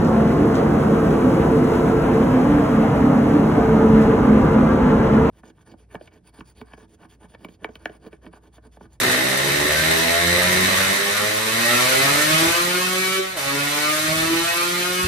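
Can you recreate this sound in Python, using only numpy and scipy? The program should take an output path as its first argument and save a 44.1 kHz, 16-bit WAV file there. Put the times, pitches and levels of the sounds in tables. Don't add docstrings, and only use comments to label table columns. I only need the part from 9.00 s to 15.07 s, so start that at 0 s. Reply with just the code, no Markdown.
import sys
import numpy as np
from scipy import signal
from scipy.fft import rfft, irfft, next_fast_len
from scipy.io import wavfile
from scipy.ndimage import uniform_filter1d, map_coordinates

SR = 44100
rng = np.random.default_rng(int(sys.argv[2]) if len(sys.argv) > 2 else 0)


def store_wav(level_fs):
    pcm = np.round(np.clip(np.atleast_2d(level_fs), -1, 1) * 32767)
    wavfile.write(sys.argv[1], SR, pcm.T.astype(np.int16))


N = 267765

# time in seconds, level in dB.
EFFORT_CURVE = [(0.0, -28.5), (0.35, -31.5), (0.9, -28), (1.2, -30), (1.7, -27.5), (2.1, -31.5),
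                (2.25, -30.5), (2.3, -32), (2.45, -32), (2.72, -26.5), (3.42, -26), (3.62, -30.5),
                (4.16, -33), (4.48, -34), (4.85, -31), (5.45, -31.5), (6.07, -33.5)]
CRUISE_DB, MID_HZ = -30, 120
SHUT_S, BITE_S = 4.185, 4.362
CLOSE_S, OPEN_S = 0.015, 0.008


def amp(db):
    return 10 ** (np.asarray(db) / 20)


def unit(x):
    return x / np.sqrt(np.mean(x ** 2) + 1e-20)


def along(points, hz):
    f, v = np.transpose(points)
    return np.interp(np.log(hz + 1), np.log(f), v)


def curves(rows):
    s, *cols = np.transpose(rows)
    return [np.interp(np.arange(N) / SR, s, c) for c in cols]


def filtered(x, response):
    m = next_fast_len(N + SR // 2)
    spectrum = rfft(x, m) * response(np.fft.rfftfreq(m, 1 / SR))
    return irfft(spectrum, m)[..., :N]


def coloured(x, spectrum):
    return unit(filtered(x, lambda hz: amp(along(spectrum, hz))))


def bells(rows, x):
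    return sum(db * np.exp(-((x - centre) / width) ** 2) for centre, width, db in rows)


def per_firing(turns):
    return map_coordinates(rng.standard_normal(int(turns[-1]) + 3), [turns], order=1)


def wobble(rate):
    return map_coordinates(rng.standard_normal(int(N * rate / SR) + 4), [np.arange(N) * rate / SR])


def steady(x):
    return x / np.sqrt(np.abs(uniform_filter1d(x ** 2, SR // 2)) + 1e-12)


def patchy(x, depth_db, size=1024):
    z = signal.stft(x, nperseg=size)[2]
    across_hz = uniform_filter1d(rng.standard_normal(z.shape), 3, axis=-2)
    field = uniform_filter1d(across_hz, 6, axis=-1)
    gain = unit(amp(depth_db * np.tanh(unit(field) / 2) * 2))
    return signal.istft(z * gain, nperseg=size)[1][..., :N]


def workshop(x, wet_db):
    # frequency in Hz, fade time in seconds.
    fade_times = [(100, 0.071), (500, 1), (2000, 0.59), (6000, 0.2), (12000, 0.026)]
    hz, t, z = signal.stft(rng.standard_normal((2, SR // 2)), SR, nperseg=256)
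    fade_db = -60 * t / along(fade_times, hz)[:, None]
    tail = signal.istft(z * amp(fade_db), SR, nperseg=256)[1]
    tail = tail / np.linalg.norm(tail[0])
    front, sideways = signal.fftconvolve(x[None], tail, axes=1)[:, :N]
    wet = amp(wet_db)
    return np.array([(x + wet * front) / np.hypot(1, wet), sideways])


def revs():
    # time in seconds, firing rate in Hz.
    first_pull = [(0.0, 60.6), (0.34, 67.3), (0.6, 73.4), (0.72, 76), (0.88, 80.1), (1.34, 87.7),
                  (1.68, 94.6), (1.87, 96.2), (1.95, 99.1), (2.17, 103), (2.25, 105.6), (2.5, 111.5),
                  (2.78, 123), (3.01, 135.8), (3.2, 149.1), (3.52, 170.2), (3.8, 182.8), (4.0, 187.1),
                  (4.17, 190.3)]
    second_pull = [(4.46, 138.2), (4.97, 154.2), (5.08, 157), (5.14, 159.6), (5.54, 172), (5.85, 179.3),
                   (6.07, 183.9)]
    coast_hz_per_s, clutch_s = 20, .055
    t = np.arange(N) / SR
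    coasting = curves(first_pull)[0] - coast_hz_per_s * np.maximum(t - SHUT_S, 0)
    engaged = np.clip((t - BITE_S) / clutch_s + 1 / 3, 0, 1)
    return (1 - engaged) * coasting + engaged * curves(second_pull)[0]


def throttle_shut():
    return np.interp(np.arange(N) / SR, [SHUT_S, SHUT_S + CLOSE_S, BITE_S, BITE_S + OPEN_S], [0, 1, 1, 0])


def stumble():
    ragged_s = 0.055
    times = [BITE_S, BITE_S + OPEN_S, BITE_S + ragged_s, BITE_S + 2 * ragged_s]
    return np.interp(np.arange(N) / SR, times, [0, 1, 1, 0])


def strength(voice):
    voice_levels = { "pipe": (-31, 0.86, -5.5, 0.2, 0), "rasp": (-25, 0.74, -0.5, 1.6, -1.5),
                    "ring": (-23, 0.94, -0.5, 0, -2.5), "jet": (-30, 0.87, 0.5, 1.5, 0.5),
                    "first order": (-2.5, 1, 1.3, 1.5, -8), "second order": (0, 0.2, 0, 1.3, -10), }
    shut_db, coast_db_per_s = -3.5, -20
    base_db, per_effort, db_per_octave, dip_share, stumble_db = voice_levels[voice]
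    effort_db = curves(EFFORT_CURVE)[0] - CRUISE_DB
    dip_db = throttle_shut() * (shut_db + coast_db_per_s * (np.arange(N) / SR - SHUT_S))
    shift_db = dip_share * dip_db + stumble_db * stumble()
    return base_db + per_effort * effort_db + db_per_octave * np.log2(revs() / MID_HZ) + shift_db


def bursts(turns, decay_turns, rest, scatter_db):
    flare = np.exp(-(turns % 1) / decay_turns) * amp(scatter_db * per_firing(np.floor(turns)))
    return unit((flare + rest) * rng.standard_normal((2, N)))


def pulses(turns, rough, ring_share, jitter_turns, scatter_db, count=100):
    late = jitter_turns * rough * per_firing(turns)
    half = np.pi * ((turns + late) % 1) + 1e-9
    spikes = (np.sin((2 * count + 1) * half) - np.sin(5 * half)) / np.sin(half)
    spikes = spikes - 1.7 * ring_share * np.cos(6 * half)
    return spikes * amp(scatter_db * rough * per_firing(turns))


def boom(turns, rough, flutter_share=0.33, waver=0.1):
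    # frequency in Hz, level in dB.
    low_spectrum = [(60, -57), (75, -37), (130, -38.5), (200, -37), (290, -32), (380, -30)]
    # centre in Hz, half width in Hz, change in dB.
    room_waves = [(87, 2.2, 8), (100.4, 1.6, -10), (106.6, 2.4, 4), (142.7, 3.6, 7), (159.4, 3, 8.5),
                  (171.8, 2.6, -15), (183.5, 11.6, 7.5), (213, 15, -4.5), (232, 6.1, 6.5), (272, 5, 7),
                  (274.5, 2.4, -18), (330.3, 7, 8.5), (342.4, 1.9, -19), (380, 3.5, 2)]
    swell_db, swell_rate = 2 + 2 * throttle_shut(), 26
    tones = 0
    for order, voice in enumerate(["first order", "second order"], 1):
        order_hz = order * revs()
        room_db = along(low_spectrum, order_hz) + bells(room_waves, order_hz)
        level_db = strength(voice) + room_db + swell_db * wobble(swell_rate)
        tones = tones + amp(level_db) * np.exp(2j * np.pi * order * turns)
    flutter = (waver + flutter_share * rough ** 2) * (per_firing(turns) + 1j * per_firing(turns))
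    tones = np.sqrt(2) * tones * (1 + flutter)
    return np.array([tones.imag, tones.real])


def through_pipe(x):
    # frequency in Hz, level in dB.
    pipe_spectrum = [(190, -37.5), (260, -38.5), (400, -35.5), (465, -39.5), (540, -39.5), (600, -42.5),
                     (700, -46), (760, -47), (950, -47.5), (1200, -43), (1500, -42), (1740, -47),
                     (1950, -41.5), (2220, -42.5), (2330, -43.5), (2540, -40.5), (2680, -44.5),
                     (3100, -42.5), (3400, -46), (4100, -44), (4500, -48.5), (9000, -70)]
    # centre in Hz, half width in Hz, change in dB.
    hollows = [(196.7, 2.5, 16), (251, 14, 12), (268, 9.7, 4), (290, 5.3, 10), (325, 4.3, 8),
               (373, 11, 3.5), (408.5, 11, 3), (458.5, 0.75, 8.5), (537, 21, 2), (545.8, 7.7, 5.5),
               (595.6, 4.2, 8.5), (628.5, 21.4, 9), (678.4, 27, 8), (724, 7, 3), (800, 6.8, 7.5),
               (834.5, 14, 7), (891, 34, 5.5), (989, 14, 7), (1030.4, 17.4, 8), (1095, 16, 7.5),
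               (1160, 36, 2), (1215, 13, 8.5), (1265.4, 21, 10), (1349, 11, 7), (1422, 28, 6.5),
               (1530, 17, -0.5), (1655, 30, 4), (1763, 13, 13), (2200, 35, 4.5), (2255, 22, 7.5),
               (3370, 16, 4.5)]
    smear_s, smear_hz = .0022, 170

    def response(hz):
        db = along(pipe_spectrum, hz) + bells(hollows, hz)
        cepstrum = irfft(np.log(amp(db)))
        cepstrum[1:] *= 2 * (np.arange(1, len(cepstrum)) < len(cepstrum) // 2)
        knots = rng.standard_normal(int(hz[-1] / smear_hz) + 4)
        delay_s = smear_s * map_coordinates(knots, [hz / smear_hz])
        return np.exp(rfft(cepstrum) - 2j * np.pi * np.cumsum(delay_s) * hz[1])
    return filtered(x, response)


def exhaust(turns, rough, ring_share, roar_db=1):
    # frequency in Hz, relative level in dB.
    roar_spectrum = [(25, -34), (55, -7), (100, 2), (270, 4), (470, 4), (650, 4), (800, 0), (1250, 1.5),
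                     (1600, 2), (2500, -65)]
    rasp_from_hz = 950
    crackle_db = 1.8
    pipe_db, rasp_db = strength("pipe"), strength("rasp")
    spikes = pulses(turns, rough, ring_share, jitter_turns=.007, scatter_db=2.5)
    voiced = through_pipe(spikes)
    low = filtered(voiced, lambda hz: 1 / (1 + (hz / rasp_from_hz) ** 12))
    note = amp(pipe_db) * np.sqrt(1 - rough ** 2) * steady(low)
    crackling = (voiced - low) * amp(crackle_db * per_firing(turns))
    rasp = amp(rasp_db) * np.sqrt(1 - ring_share) * steady(crackling)
    gusts = bursts(turns, decay_turns=0.89, rest=0.57, scatter_db=3.5)
    roar = amp(pipe_db + roar_db) * rough * coloured(gusts, roar_spectrum)
    note_and_roar = patchy(workshop(note, wet_db=-9) + roar, depth_db=3)
    return note_and_roar + patchy(workshop(rasp, wet_db=-3), depth_db=3.5)


def ring(turns, ring_share, shell_db=-8.0):
    # frequency in Hz, relative level in dB.
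    shock_partials = [(1900, 6), (3850, 1), (5750, -9.5), (8100, -7.5)]
    # frequency in Hz, relative level in dB.
    clatter_spectrum = [(900, -48), (1500, -2), (2000, 8), (2700, 17), (4200, 5.5), (5500, 1), (8000, -27)]
    # middle in seconds, change in dB, length in seconds.
    ring_spells = [(1.283, 4, 0.14), (1.605, 1, 0.08), (2.343, -3, 0.051), (2.887, -6, 0.052)]
    length_s, wander_s = .001, .00009
    scatter_db, detune = 1.5, .018
    firing = np.floor(turns)
    age = (turns % 1) / revs() - 2 * length_s + wander_s * per_firing(firing)
    phase = 2 * np.pi * age * (1 + detune * per_firing(firing))
    waves = sum(amp(db) * np.cos(hz * phase) for hz, db in shock_partials)
    shocks = unit(waves * np.exp(-(age / length_s) ** 2) * amp(scatter_db * per_firing(firing)))
    rattle = coloured(bursts(turns, decay_turns=0.33, rest=0.8, scatter_db=3.5), clatter_spectrum)
    level = amp(strength("ring")) * np.sqrt(ring_share)
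    t = np.arange(N) / SR
    spell_db = sum(db * np.exp(-((t - s) / length) ** 2) for s, db, length in ring_spells)
    crack = workshop(level * amp(spell_db) * ring_share * shocks, wet_db=-4.5)
    shell = amp(shell_db) * level * np.sqrt(ring_share) * rattle
    return patchy(crack + shell, depth_db=1.5)


def singing(turns, rough, ring_share, sing_db=-9):
    # frequency in Hz, width in Hz, relative level in dB.
    shell_modes = [(1840, 43, 11.5), (1890, 60, 4), (2020, 60, 1), (3713, 60, 8.5)]
    spikes = pulses(turns, rough, ring_share, jitter_turns=.008, scatter_db=3)

    def modes(f):
        return sum(amp(db) * 1j * f * w / (c * c - f * f + 1j * f * w) for c, w, db in shell_modes)
    level = amp(strength("ring") + sing_db) * ring_share ** 2
    sung = level * workshop(unit(filtered(spikes, modes)), wet_db=-7.5)
    return patchy(sung, depth_db=3)


def hiss(turns):
    # frequency in Hz, relative level in dB.
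    jet_spectrum = [(2000, -13), (4000, 3.5), (5200, 5.5), (7000, 5), (7900, 4), (8150, 10), (8500, 3),
                    (9200, 7), (10500, 7), (14000, 3.5)]
    gusts = bursts(turns, decay_turns=1.0, rest=1.0, scatter_db=2.5)
    jet = amp(strength("jet") + 4.0) * coloured(gusts, jet_spectrum)
    echoed = workshop(jet[0], wet_db=35)
    return .8 * echoed + .58 * jet[::-1]


def roller(surge_db=3.0, surge_rate=7, per_effort=0.91):
    # frequency in Hz, relative level in dB.
    rumble_spectrum = [(25, -30), (50, 10), (90, 7), (150, 17.5), (400, -27), (1500, -60)]
    speed_db = np.interp(np.arange(N) / SR, [2, 3.2], [-58, -49])
    effort_db = curves(EFFORT_CURVE)[0] - CRUISE_DB
    level_db = speed_db + per_effort * effort_db + surge_db * wobble(surge_rate)
    return amp(level_db) * coloured(rng.standard_normal((2, N)), rumble_spectrum)


def blowers():
    # frequency in Hz, relative level in dB.
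    blower_spectrum = [(25, -20), (80, -8), (300, -4), (1000, 6), (3000, 2), (8000, 21), (15000, -20)]
    return amp(-54.5) * coloured(rng.standard_normal((2, N)), blower_spectrum)


def flares(turns, waver=0.12):
    # middle in seconds, order (multiple of the firing rate), level in dB, length in seconds.
    flare_rows = [(0.805, 20, -27.5, 0.05), (1.0, 4, -30, 0.062), (1.155, 8, -29, 0.15),
                  (1.293, 2, -29, .08), (1.353, 6, -33, .08), (1.82, 6, -37, 0.097), (2.434, 6, -40, .06),
                  (2.68, 16, -24, 0.042), (2.755, 11, -26.5, 0.042), (2.84, 9, -33, .04),
                  (3.0, 15, -26, 0.061), (3.06, 16, -31, 0.036), (3.088, 9, -26, 0.026),
                  (3.16, 14, -32, .04), (3.226, 12, -27, .035), (3.353, 8, -30, 0.046),
                  (3.561, 7, -31, 0.038), (3.718, 7, -33.5, 0.043), (3.94, 3, -35.5, 0.11),
                  (4.1, 12, -31.5, .11), (4.15, 7, -31, .05), (4.16, 9, -33, .04), (4.5, 4, -35, .07),
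                  (4.6, 10, -33, .05), (4.84, 10, -33, .04), (4.91, 8, -29, .055), (4.94, 4, -34, 0.061),
                  (5.033, 12, -33, 0.062), (5.493, 15, -31, 0.02), (5.518, 11, -33, 0.047),
                  (5.605, 7, -29, .07)]
    t = np.arange(N) / SR
    tones = np.zeros(N, complex)
    for (s, order, db, length), phase in zip(flare_rows, rng.random(len(flare_rows))):
        near = np.abs(t - s) < 3 * length
        swell = -((t[near] - s) / length) ** 2
        cycles = round(order) * turns[near] + phase
        tones[near] += amp(db) * np.exp(swell + 2j * np.pi * cycles)
    tremble = waver * (per_firing(turns) + 1j * per_firing(turns))
    tones = np.sqrt(2) * tones * (1 + tremble)
    return np.array([tones.imag, tones.real])


def puffs():
    # middle in seconds, level in dB, length in seconds.
    puff_rows = [(3.13, -40, 0.056), (3.49, -32, 0.028), (5.238, -41, 0.19), (6.05, -26, 0.02)]
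    t = np.arange(N) / SR
    swell = sum(amp(db) * np.exp(-((t - s) / length) ** 2) for s, db, length in puff_rows)
    dull = [(25, -22), (70, 3), (130, 2), (350, -13), (1000, -50)]  # Hz, relative dB
    return swell * coloured(rng.standard_normal((2, N)), dull)


def scene():
    # time in seconds, roughness from 0 to 1.
    ragged = [(0, 0.7), (.3, 0.25), (.6, 0.5), (1.25, 0.23), (1.55, 0.77), (2.35, 0.25), (3.15, 0.38),
              (3.8, 0.37), (4.15, 0.26), (4.6, 0.29), (5.3, 0.33), (6.07, 0.3)]
    # frequency in Hz, gain of the side signal in dB.
    side_width = [(40, -15), (150, -12.5), (300, -15), (600, -5), (1500, -3.5), (3000, -3.5), (8000, 0.5)]
    shift_rough = 0.08
    mid_ring_share, ring_loss_per_hz = 0.53, 0.0046
    rate_hz = revs()
    turns = np.cumsum(rate_hz) / SR
    shifting = np.maximum(throttle_shut(), stumble())
    rough = np.clip(curves(ragged)[0] + shift_rough * shifting, 0, .97)
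    ring_share = np.clip(mid_ring_share - ring_loss_per_hz * (rate_hz - MID_HZ), 0, .97)
    engine = boom(turns, rough) + exhaust(turns, rough, ring_share) + ring(turns, ring_share)
    engine = engine + singing(turns, rough, ring_share) + hiss(turns) + flares(turns)
    mid, side = engine + roller() + blowers() + puffs()
    side = filtered(side, lambda hz: amp(along(side_width, hz)))
    return np.array([mid + side, mid - side]) * amp([[-.25], [.25]])


def record(dry):
    top_hz = 14700
    return filtered(dry, lambda hz: hz < top_hz)


dry = scene()
out = record(dry)
store_wav(out)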